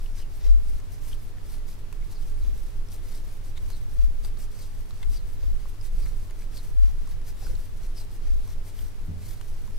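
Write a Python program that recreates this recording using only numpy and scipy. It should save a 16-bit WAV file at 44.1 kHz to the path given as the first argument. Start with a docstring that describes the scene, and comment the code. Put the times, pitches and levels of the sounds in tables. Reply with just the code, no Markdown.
"""In a quiet room, someone knits by hand at a table, close to the microphones.
Every stitch is the same round of moves: the needle enters, the hand regrips, the wool is wrapped,
tightened and drawn through. Each pull makes the fibres fizz and the fabric rub. The wooden tips click
and scrape along each other, and the arms set the table swaying and once bump it.
Under it all lie a low rumble, a faint electrical hum and microphone hiss."""
import sys
import numpy as np
from scipy import signal
from scipy.fft import rfft, irfft, next_fast_len
from scipy.io import wavfile
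from scipy.ndimage import uniform_filter1d, map_coordinates

SR = 44100
rng = np.random.default_rng(int(sys.argv[2]) if len(sys.argv) > 2 else 0)


def to_wav(s):
    """Save 16-bit WAV."""
    ch = np.atleast_2d(s).T  # columns
    pcm = np.round(np.clip(ch, -1, 1) * 32767)  # PCM
    wavfile.write(sys.argv[1], SR, pcm.astype(np.int16))


N = 431298

# One stitch: push the loop up, enter it, open it, lift the wool, wrap, tighten, draw through, slip off.
# t/s from the tightening, length/s, level/dB, fabric rub offset/dB, share that skates on wood (0-1)
STITCH_MOVES = [(-0.872, 0.085, -59.5, -5.5, 0.34), (-0.717, 0.049, -51, -7, 0.52),
                (-0.562, 0.047, -57, -8, 0.16), (-0.234, 0.098, -63, -3, 0.2),
                (-0.163, 0.041, -58.5, -3.5, 0), (0, 0.039, -48.5, -8, 0.11), (0.172, 0.1, -51.5, -6, 0.18),
                (0.342, 0.092, -56.5, -8.5, 0.06)]
# each stitch's tightening: t/s, time stretch before, time stretch after, gain before/dB, gain from then/dB
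STITCHES = [(.938, 1.04, 0.92, .5, -4.5), (2.939, 1, 1.08, -5.5, 0), (4.423, 0.88, 1.12, -1, -0.5),
            (5.854, 0.99, 1.08, 0, -1.5), (7.284, 1.008, 0.97, 0.5, 0.5), (8.679, 0.95, 0.84, 1, -1.5)]
# the hand lets go of the needle to reach for the wool: t/s, level/dB
REGRIPS = [(.47, -57), (2.465, -63), (4.022, -62.5), (5.445, -61.5), (6.86, -60.5), (8.282, -61)]
# the wool is tugged or catches: t/s, length/s, level/dB
TUGS = [(.697, 0.048, -58.5), (1.09, 0.073, -52.5), (1.524, 0.1, -52), (1.71, 0.054, -54),
        (2.125, 0.034, -52), (2.293, 0.053, -56.5), (2.62, 0.13, -59), (3.48, 0.049, -56),
        (3.715, .025, -53), (4.253, .028, -51), (6.66, 0.081, -55), (7.11, 0.033, -61), (7.85, 0.019, -55),
        (8.51, 0.045, -58.5), (9.254, 0.085, -54), (9.303, 0.072, -50.5), (9.57, 0.55, -60.5)]
# the hands hold still for a moment: t/s, length/s
PAUSES = [(1.37, 0.084), (1.63, 0.037), (3.8, 0.034), (4.148, 0.081), (4.854, 0.037), (6.743, 0.056),
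          (7.21, .05), (8.97, 0.071), (9.13, 0.079)]
# needle tips touch (t60 is the time a sound takes to fade by 60 dB):
# t/s, level/dB, ring f/Hz, crack against ring/dB, contact t60/s, lead-in graze/dB, top of crack f/Hz
CLICKS = [(0.06, -55, 2860, -14, .018, -20, 5000), (.801, -54, 2210, 10, .02, -20, 9000),
          (1.13, -46.5, 3130, -24, .022, -10, 6000), (1.384, -57, 1870, -6, .02, -15, 9000),
          (1.686, -53, 2050, 4, 0.038, -22, 12000), (1.927, -49, 2600, 6, .012, -30, 14000),
          (2.026, -60, 2220, -12, .015, -20, 5000), (2.886, -55, 5400, -2, .012, -20, 12000),
          (3.573, -51.5, 2150, -2, 0.053, -5, 14000), (3.577, -47, 3730, -8, .028, -4, 9000),
          (3.703, -47.5, 4180, 8, 0.015, -14, 15000), (4.2483, -44.5, 4550, 1, .011, -16, 15000),
          (4.372, -54, 4400, 8, .018, -25, 7000), (4.908, -51, 3940, 2, 0.0066, -30, 5500),
          (5.0291, -47.5, 3380, -4, 0.027, -15, 14000), (5.031, -47, 2040, -14, .018, -24, 7000),
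          (5.812, -52.5, 5040, -8, .012, -20, 8000), (6.06, -52, 2060, -9, 0.042, -20, 8000),
          (6.299, -57, 3000, 4, .008, -30, 4000), (6.3094, -53, 2020, 4, 0.0099, -20, 9000),
          (6.396, -59, 5700, -3, .01, -25, 9000), (6.421, -53, 2270, 1, 0.046, -10, 10000),
          (6.5715, -48, 4230, -23, .025, -16, 7000), (7.074, -52, 1060, 6, 0.022, -18, 14000),
          (7.216, -57, 1940, 10, .012, -25, 8000), (7.467, -50, 1520, -1, .025, -14, 6000),
          (7.553, -53, 4100, 2, .03, -20, 8000), (8.476, -52, 1000, 9, 0.027, -20, 12000),
          (8.79, -50.5, 3120, 2, .025, -18, 7000), (9.4126, -49.5, 3060, 7, .007, -19, 14000),
          (9.676, -58, 6000, 6, .012, -18.5, 14000)]
# how a wooden needle rings: multiple of its ring pitch, width as a share of that pitch, level/dB
NEEDLE_RINGS = [(1, 0.09, 17), (1.72, 0.061, -3)]
# one needle slides along the other: t/s, length/s, level/dB, start f/Hz, end f/Hz
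SLIDES = [(0.197, .03, -61, 5470, 4530), (0.225, .025, -57, 3140, 2680), (2.168, 0.022, -54.5, 5000, 4100),
          (2.436, 0.027, -59, 4400, 3600), (3.13, .03, -63, 4900, 3900), (3.741, 0.034, -53, 4630, 4000),
          (4.615, .03, -54.5, 4950, 4000), (5.139, .03, -60, 6100, 5900), (5.175, 0.027, -50.5, 5200, 4220),
          (6.042, .03, -55, 5200, 4100), (6.586, 0.02, -49.5, 4550, 4100), (7.455, 0.035, -54, 5600, 4570),
          (7.984, 0.023, -49, 5170, 4700), (8.017, 0.025, -59, 4300, 3900)]
# a needle knocks against a finger: t/s, level/dB, f/Hz, t60/s
KNOCKS = [(.459, -50, 515, 0.062), (5.437, -52, 560, 0.037), (5.656, -49.5, 1060, .014),
          (7.426, -48, 760, 0.044), (7.493, -51, 510, .06), (8.28, -62, 800, .03),
          (9.678, -53.5, 1000, 0.023)]
# taut wool runs over a needle: t/s, length/s, level/dB
WHISPERS = [(.04, 0.023, -60), (0.382, .04, -61), (1.075, .03, -56.5), (1.234, .04, -62), (1.7, .03, -60),
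            (3.33, .03, -65), (4.04, .017, -60), (5.695, .02, -57), (7.11, .03, -65), (7.65, .035, -68),
            (8.805, .028, -53), (9.06, .022, -61), (9.31, .04, -55)]
# the knitted piece shifts under the hands: t/s, level/dB
CLOTH_SHIFTS = [(.48, -61.5), (2.46, -56.5), (5.45, -58.5), (5.98, -62), (7.49, -54.5)]
# pushes that sway the table: t/s, level/dB
PUSHES = [(.524, -11), (2.478, -21.5), (3.659, -29.5), (4.035, -14.5), (5.096, -21), (5.483, -20),
          (5.979, -40), (6.828, -12.5), (7.5, -30.5), (8.331, -18.5)]
# the low notes of the bumped table: f/Hz, level/dB, t60/s
TABLE_RINGS = [(84, -30, 0.87), (159, -35.5, 0.47), (203.6, -40, 0.81), (261, -43, 0.32)]
# the tones of the electrical hum: f/Hz, level/dB
HUM_TONES = [(100, -50), (207, -77.5), (415, -67)]

# Tone colours, or how strong each pitch is next to the others: f/Hz, level/dB
FIZZ_COLOUR = [(1000, -15), (2500, -20), (4500, -5.5), (7000, -4.5), (8600, -1), (10800, -2.5), (12500, -1),
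               (14000, -3), (15700, -11)]  # wool fibres snapping
SKATE_COLOUR = [(1000, -15), (2500, -9), (4300, 2), (5800, 4), (7100, -6), (8400, 6), (10800, -7),
                (12500, 0.5), (13800, -10), (15700, -31)]  # stitches skating on wood
RUB_COLOUR = [(150, 15.5), (450, 5.5), (900, 3), (1600, 3), (2100, 5.5), (3000, 2), (4200, 5), (5500, 5.5),
              (6700, 1), (14000, -65)]  # fabric on fingers
CRACK_COLOUR = [(300, -11), (1000, 9.5), (2500, -6), (5000, -1), (6200, -1.5), (8300, 2.5), (10500, 0),
                (12300, 5), (15700, -12)]  # wood striking wood
WHISPER_COLOUR = [(6000, -31), (8500, -10), (10500, -11), (12000, -2), (12700, -2), (13800, -8),
                  (15700, -25)]  # taut wool on wood
CLOTH_COLOUR = [(120, -24), (280, 6), (400, 1), (520, 3.5), (680, -15), (1000, -15), (2000, -18),
                (5000, -37)]  # knitting dragging on palms
THUD_COLOUR = [(50, -14), (150, 4), (280, -4), (500, -14), (1500, -47), (8000, -80)]  # the bumped table
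AIR_COLOUR = [(20, -16), (60, 22.5), (120, 15.5), (143, 16), (165, 17), (190, 13), (250, 11.5), (420, 8),
              (700, 3), (1300, -1), (2200, -4), (3200, -6.5), (5000, -8.5), (7200, -12.5), (12500, -15.5),
              (15700, -47)]  # still air and microphone hiss
RUMBLE_COLOUR = [(5, -12), (12, 0), (23, 5), (32, -28.5), (41, -5), (52, -13.5), (66, -29.5), (84, -18.5),
                 (115, -29.5), (200, -64.5)]  # trembling microphones

# How alike left and right are: f/Hz, likeness (1 the same, 0 unrelated, -1 or below opposite)
YARN_ALIKE = [(400, 1), (4500, 0.98), (8000, 0.6), (14000, 0.17)]
AIR_ALIKE = [(50, 0.15), (130, 0.34), (300, 0.17), (1000, 0.1), (14000, 0.16)]
RUMBLE_ALIKE = [(20, 0.58), (40, -0.14), (60, -1.12), (90, 0.16)]

SWAY_S = 0.08  # how long the table sways after a push


def yarn(pause_db=-8.5, snags_per_s=160, snag_db=-6):
    """Each pull snaps tiny wool fibres, skates stitches along the needle and rubs fabric on fingers."""
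    t, power = clock(), np.zeros((3, N))
    for s, length, db, rub_db, skating in pulls():
        near = slice(max(0, int((s - 2 * length) * SR)), int((s + 2 * length) * SR))
        share = np.clip(skating, 0, 1)
        pull = amp(db) * swell(t[near], s, length)
        power[:, near] += np.outer([1 - share, share, amp(rub_db) ** 2], pull ** 2)
    stillness = sum(swell(t, s, length) for s, length in PAUSES)
    fizz, skate, rub = np.sqrt(power) * amp(pause_db * stillness)
    snags = friction(N, rate=snags_per_s, spread_db=-1.0, smooth=0.12)  # single fibres catch and tick
    snaps = friction(N, rate=6600, spread_db=-2.5, smooth=1.0)
    fibres = stereo(snaps + amp(snag_db) * snags, FIZZ_COLOUR, YARN_ALIKE)
    stitches = stereo(friction(N, rate=3000, spread_db=3, smooth=0.97), SKATE_COLOUR, YARN_ALIKE)
    fabric = stereo(friction(N, rate=1200, spread_db=1.5, smooth=1.0), RUB_COLOUR, YARN_ALIKE)
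    catching = amp(1.2 * wobble(90))
    rubbing = amp(-2.05) * (fizz * fibres + skate * stitches) + amp(1.3) * rub * fabric
    return catching * shifting_colour(rubbing, depth_db=1.8)


def pulls(regrip_s=0.068, regrip_rub_db=3, slips_per_s=9, slip_s=.022, slip_db=-62.5,
          tug_rub_db=-5.5, tug_skating=0.036):
    """List every pull of the wool: each stitch's moves at its own pace, regrips, tugs and random slips."""
    moves = []
    for s, before, after, before_db, after_db in STITCHES:
        for offset, length, db, rub_db, skating in STITCH_MOVES:
            stretch, gain_db = (before, before_db) if offset < 0 else (after, after_db)
            moves.append((s + offset * stretch, length, db + gain_db, rub_db, skating))
    regrips = [(s, regrip_s, db, regrip_rub_db, 0) for s, db in REGRIPS]
    slips = [((k + rng.random()) / slips_per_s, slip_s, slip_db + 2 * rng.standard_normal())
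             for k in range(int(slips_per_s * N / SR))]
    tugs = [(s, length, db, tug_rub_db, tug_skating) for s, length, db in list(TUGS) + slips]
    return moves + regrips + tugs


def shifting_colour(x, depth_db):
    """The rustle's tone colour shifts at random, in small patches of pitch and time."""
    spectra = signal.stft(x, nperseg=512)[2]
    patches = uniform_filter1d(rng.standard_normal(spectra.shape[1:]), size=5, axis=0)  # blur in pitch
    patches = uniform_filter1d(patches, size=8, axis=1)  # blur in time
    return signal.istft(spectra * amp(depth_db * unit(patches)), nperseg=512)[1][:, :N]


def clicks(tail_db=-26, tail_t60=0.21, stereo_width=0.63, graze_t60=0.089, strike=0.27):
    """A tip grazes, strikes, chatters briefly and rings the needle; nearby surfaces add a short tail."""
    lead = SR // 50
    out, t = np.zeros((2, N + SR)), (np.arange(SR // 10) - lead) / SR
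    before, after = np.maximum(-t, 0), np.maximum(t, 0)
    five_ms = np.sqrt(.005 * SR / len(t))  # sets the level as if all the energy fell within 5 ms
    for s, db, ring_hz, crack_db, t60, graze_db, top_hz in CLICKS:
        graze = amp(graze_db - 60 * before / graze_t60)
        blow = amp(-60 * after / t60) + amp(tail_db - 60 * after / tail_t60)
        noise = rng.standard_normal(len(t)) + stereo_width * rng.standard_normal((2, len(t)))
        chatter = np.where(t < 0, graze, blow) * noise
        chatter[:, lead] += strike * np.linalg.norm(chatter[0])  # one sharp spike as the tips meet
        crack = filtered(chatter, lambda f: amp(along(CRACK_COLOUR, f)) / np.sqrt(1 + (f / top_hz) ** 8))
        tap = unit(needle(chatter, ring_hz)) + amp(crack_db) * unit(crack)
        out[:, round(s * SR) - lead:][:, :len(t)] += amp(db + 2.5) * five_ms * unit(tap)
    return out[:, :N]


def needle(x, ring_hz):
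    """A wooden needle rings when x shakes it, but only briefly, because the fingers damp it."""
    def resonance(f, hz, width):
        damping = 1j * f * width * hz
        return damping / (hz ** 2 - f ** 2 + damping)
    return filtered(x, lambda f: sum(amp(db) * resonance(f, multiple * ring_hz, width)
                                     for multiple, width, db in NEEDLE_RINGS))


def slides():
    """Wood scrapes on wood; the pitch falls as the free end of the needle grows longer."""
    out, t = np.zeros((2, N + SR)), np.arange(SR // 4) / SR
    middle = t[-1] / 2
    for s, length, db, start_hz, end_hz in SLIDES:
        travel = np.clip(.5 + (t - middle) / length / 2, 0, 1)
        shared, side = friction(len(t), rate=1200, spread_db=-0.5, smooth=1.0)
        slips = shared + 0.18 * np.array([side, -side])
        scrape = np.zeros_like(slips)
        for k, hz in enumerate(np.linspace(start_hz, end_hz, 3)):  # fade from one pitch to the next
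            broad = needle(slips, hz)
            ring = unit(needle(broad, hz)) + amp(-7) * unit(broad)
            scrape += np.maximum(0, 1 - abs(2 * travel - k)) * unit(ring)
        start = max(0, round((s - middle) * SR))
        out[:, start:start + len(t)] += amp(db) * swell(t, middle, length) * scrape
    return out[:, :N]


def knocks(attack_s=.0005, puff_db=-8):
    """A needle bumps a finger through the wool: a short hollow tock with a puff of cloth."""
    out, t = np.zeros(N + SR), np.arange(SR // 10) / SR
    five_ms = np.sqrt(.005 * SR / len(t))
    for s, db, hz, t60 in KNOCKS:
        puff = unit(filtered(rng.standard_normal(len(t)), lambda f: amp(along(CLOTH_COLOUR, f))))
        tone = np.sqrt(2) * np.sin(2 * np.pi * hz * t)
        tock = (tone + amp(puff_db) * puff) * amp(-60 * t / t60) * (1 - np.exp(-t / attack_s))
        out[round(s * SR):][:len(t)] += amp(db) * five_ms * unit(tock)
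    return out[:N]


def taut_wool():
    """Taut wool runs over the polished wood with a thin, silky whisper."""
    level = sum(amp(db) * swell(clock(), s, length) for s, length, db in WHISPERS)
    return level * stereo(friction(N, rate=990, spread_db=1, smooth=1.0), WHISPER_COLOUR, YARN_ALIKE)


def cloth(shift_s=0.097):
    """The bunched knitting drags softly against the palms."""
    level = sum(amp(db) * swell(clock(), s, shift_s) for s, db in CLOTH_SHIFTS)
    return level * stereo(friction(N, rate=400, spread_db=5.0, smooth=0.56), CLOTH_COLOUR, YARN_ALIKE)


def table_sway(sway_hz=41.26, flex_hz=61, flex_db=-10, flex_s=.045, flex_lead_s=0.023,
               rebound_s=.18, rebound_db=-13.5):
    """The pushed table flexes, sways and swings back, shaking the two microphones in opposite ways."""
    t, sway = clock(), np.zeros(N)
    rebounds = [(s + rebound_s, db + rebound_db) for s, db in PUSHES]
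    for s, db in list(PUSHES) + rebounds:
        near = slice(max(0, int((s - 2 * SWAY_S) * SR)), int((s + 2 * SWAY_S) * SR))
        slow = np.sin(2 * np.pi * (sway_hz * (t[near] - s) + rng.random()))
        quick = np.sin(2 * np.pi * (flex_hz * (t[near] - s) + rng.random()))
        flex = amp(flex_db) * swell(t[near], s - flex_lead_s, flex_s) * quick
        sway[near] += np.sqrt(2) * amp(db) * (swell(t[near], s, SWAY_S) * slow + flex)
    return sway * np.array([[1.2], [-.7]])


def table_bump(at_s=9.076, attack_s=0.006, thud_db=-45, thud_t60=0.74):
    """An arm bumps the table: a dull thud, and the table's low notes ring on."""
    t = np.maximum(clock() - at_s, 0)
    ring = sum(amp(db - 60 * t / t60) * np.sin(2 * np.pi * hz * t + rng.normal(0, 1.0, (2, 1)))
               for hz, db, t60 in TABLE_RINGS)
    thud = amp(thud_db - 60 * t / thud_t60) * stereo(rng.standard_normal((2, N)), THUD_COLOUR, AIR_ALIKE)
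    return (ring + thud) * (1 - np.exp(-t / attack_s))


def air(level_db=-50):
    """Still air and microphone hiss make a soft, steady noise."""
    return amp(level_db) * stereo(rng.standard_normal((2, N)), AIR_COLOUR, AIR_ALIKE)


def rumble(rest_db=-29.5, shaken_db=-32, settle_s=0.2):
    """The microphones tremble slowly; each push on the table shakes them more, then they settle."""
    t = clock()
    shaken = sum(np.where(t < s, swell(t, s, SWAY_S), np.exp(-abs(t - s) / settle_s)) for s, _ in PUSHES)
    level = amp(rest_db) + amp(shaken_db) * shaken
    trembling = stereo(rng.standard_normal((2, N)), RUMBLE_COLOUR, RUMBLE_ALIKE)
    return level * trembling * amp([[-1], [1]])  # a little louder on the right


def hum():
    """A faint electrical hum wavers a little in loudness and pitch."""
    t = clock()
    return sum(np.sqrt(2) * amp(db + 0.54 * wobble(4.4)) * np.sin(2 * np.pi * hz * t + 0.15 * wobble(3))
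               for hz, db in HUM_TONES)


def friction(size, rate, spread_db, smooth):
    """Surfaces stick and slip: two rows of tiny uneven snaps, about rate a second, on a smooth hiss."""
    happens = rng.random(size) < rate / SR
    strength = amp(spread_db * np.clip(rng.standard_normal(size), -2, 2))
    snaps = unit(happens * strength * rng.standard_normal((2, size)))
    return unit(snaps + smooth * rng.standard_normal((2, size)))


def stereo(pair, colour, alike):
    """Give two unrelated noises a tone colour and blend them into a partly alike left and right."""
    def response(hz):
        angle = np.arccos(np.clip(along(alike, hz), -1, 1)) / 2
        return amp(along(colour, hz)) * [np.cos(angle), np.sin(angle)]
    mid, side = filtered(pair, response)
    return unit(np.array([mid + side, mid - side]))


def filtered(x, response):
    """Scale and delay each frequency in x as response(hz) says."""
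    size = x.shape[-1]
    padded = next_fast_len(size + 4096)
    return irfft(rfft(x, padded) * response(np.fft.rfftfreq(padded, 1 / SR)), padded)[..., :size]


def swell(t, centre, length):
    """A bell-shaped rise and fall, at half power length / 2 from its centre."""
    return np.exp2(-2 * np.minimum(((t - centre) / length) ** 2, 20))


def wobble(rate):
    """A smooth curve through rate random points a second."""
    return map_coordinates(rng.standard_normal(int(N * rate / SR) + 4), [clock() * rate])


def along(points, hz):
    """Read between the rows of an (f/Hz, value) table, on a log frequency scale."""
    freqs, values = np.transpose(points)
    return np.interp(np.log(hz + 1), np.log(freqs + 1), values)


def amp(db):
    """Turn decibels into a gain."""
    return 10 ** (np.asarray(db) / 20)


def unit(x):
    """Scale x to an average power of 1."""
    return x / np.sqrt(np.mean(x ** 2) + 1e-20)


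def clock():
    """The time of every sample, in seconds."""
    return np.arange(N) / SR


def scene(lag_samples=1.0, pan_db=1.5):
    """The hands work just off centre, louder on the left and a moment sooner on the right."""
    hands = yarn() + taut_wool() + cloth() + clicks() + knocks() + slides()
    sides = np.array([[1], [-1]])
    delay_s = sides * lag_samples / 2 / SR
    hands = filtered(hands, lambda hz: amp(sides * pan_db) * np.exp(-2j * np.pi * hz * delay_s))
    return hands + table_sway() + table_bump() + air() + rumble() + hum()


def record(dry, top_hz=15760):
    """Cut away the very highest treble."""
    return filtered(dry, lambda hz: hz < top_hz)


dry = scene()
out = record(dry)
to_wav(out)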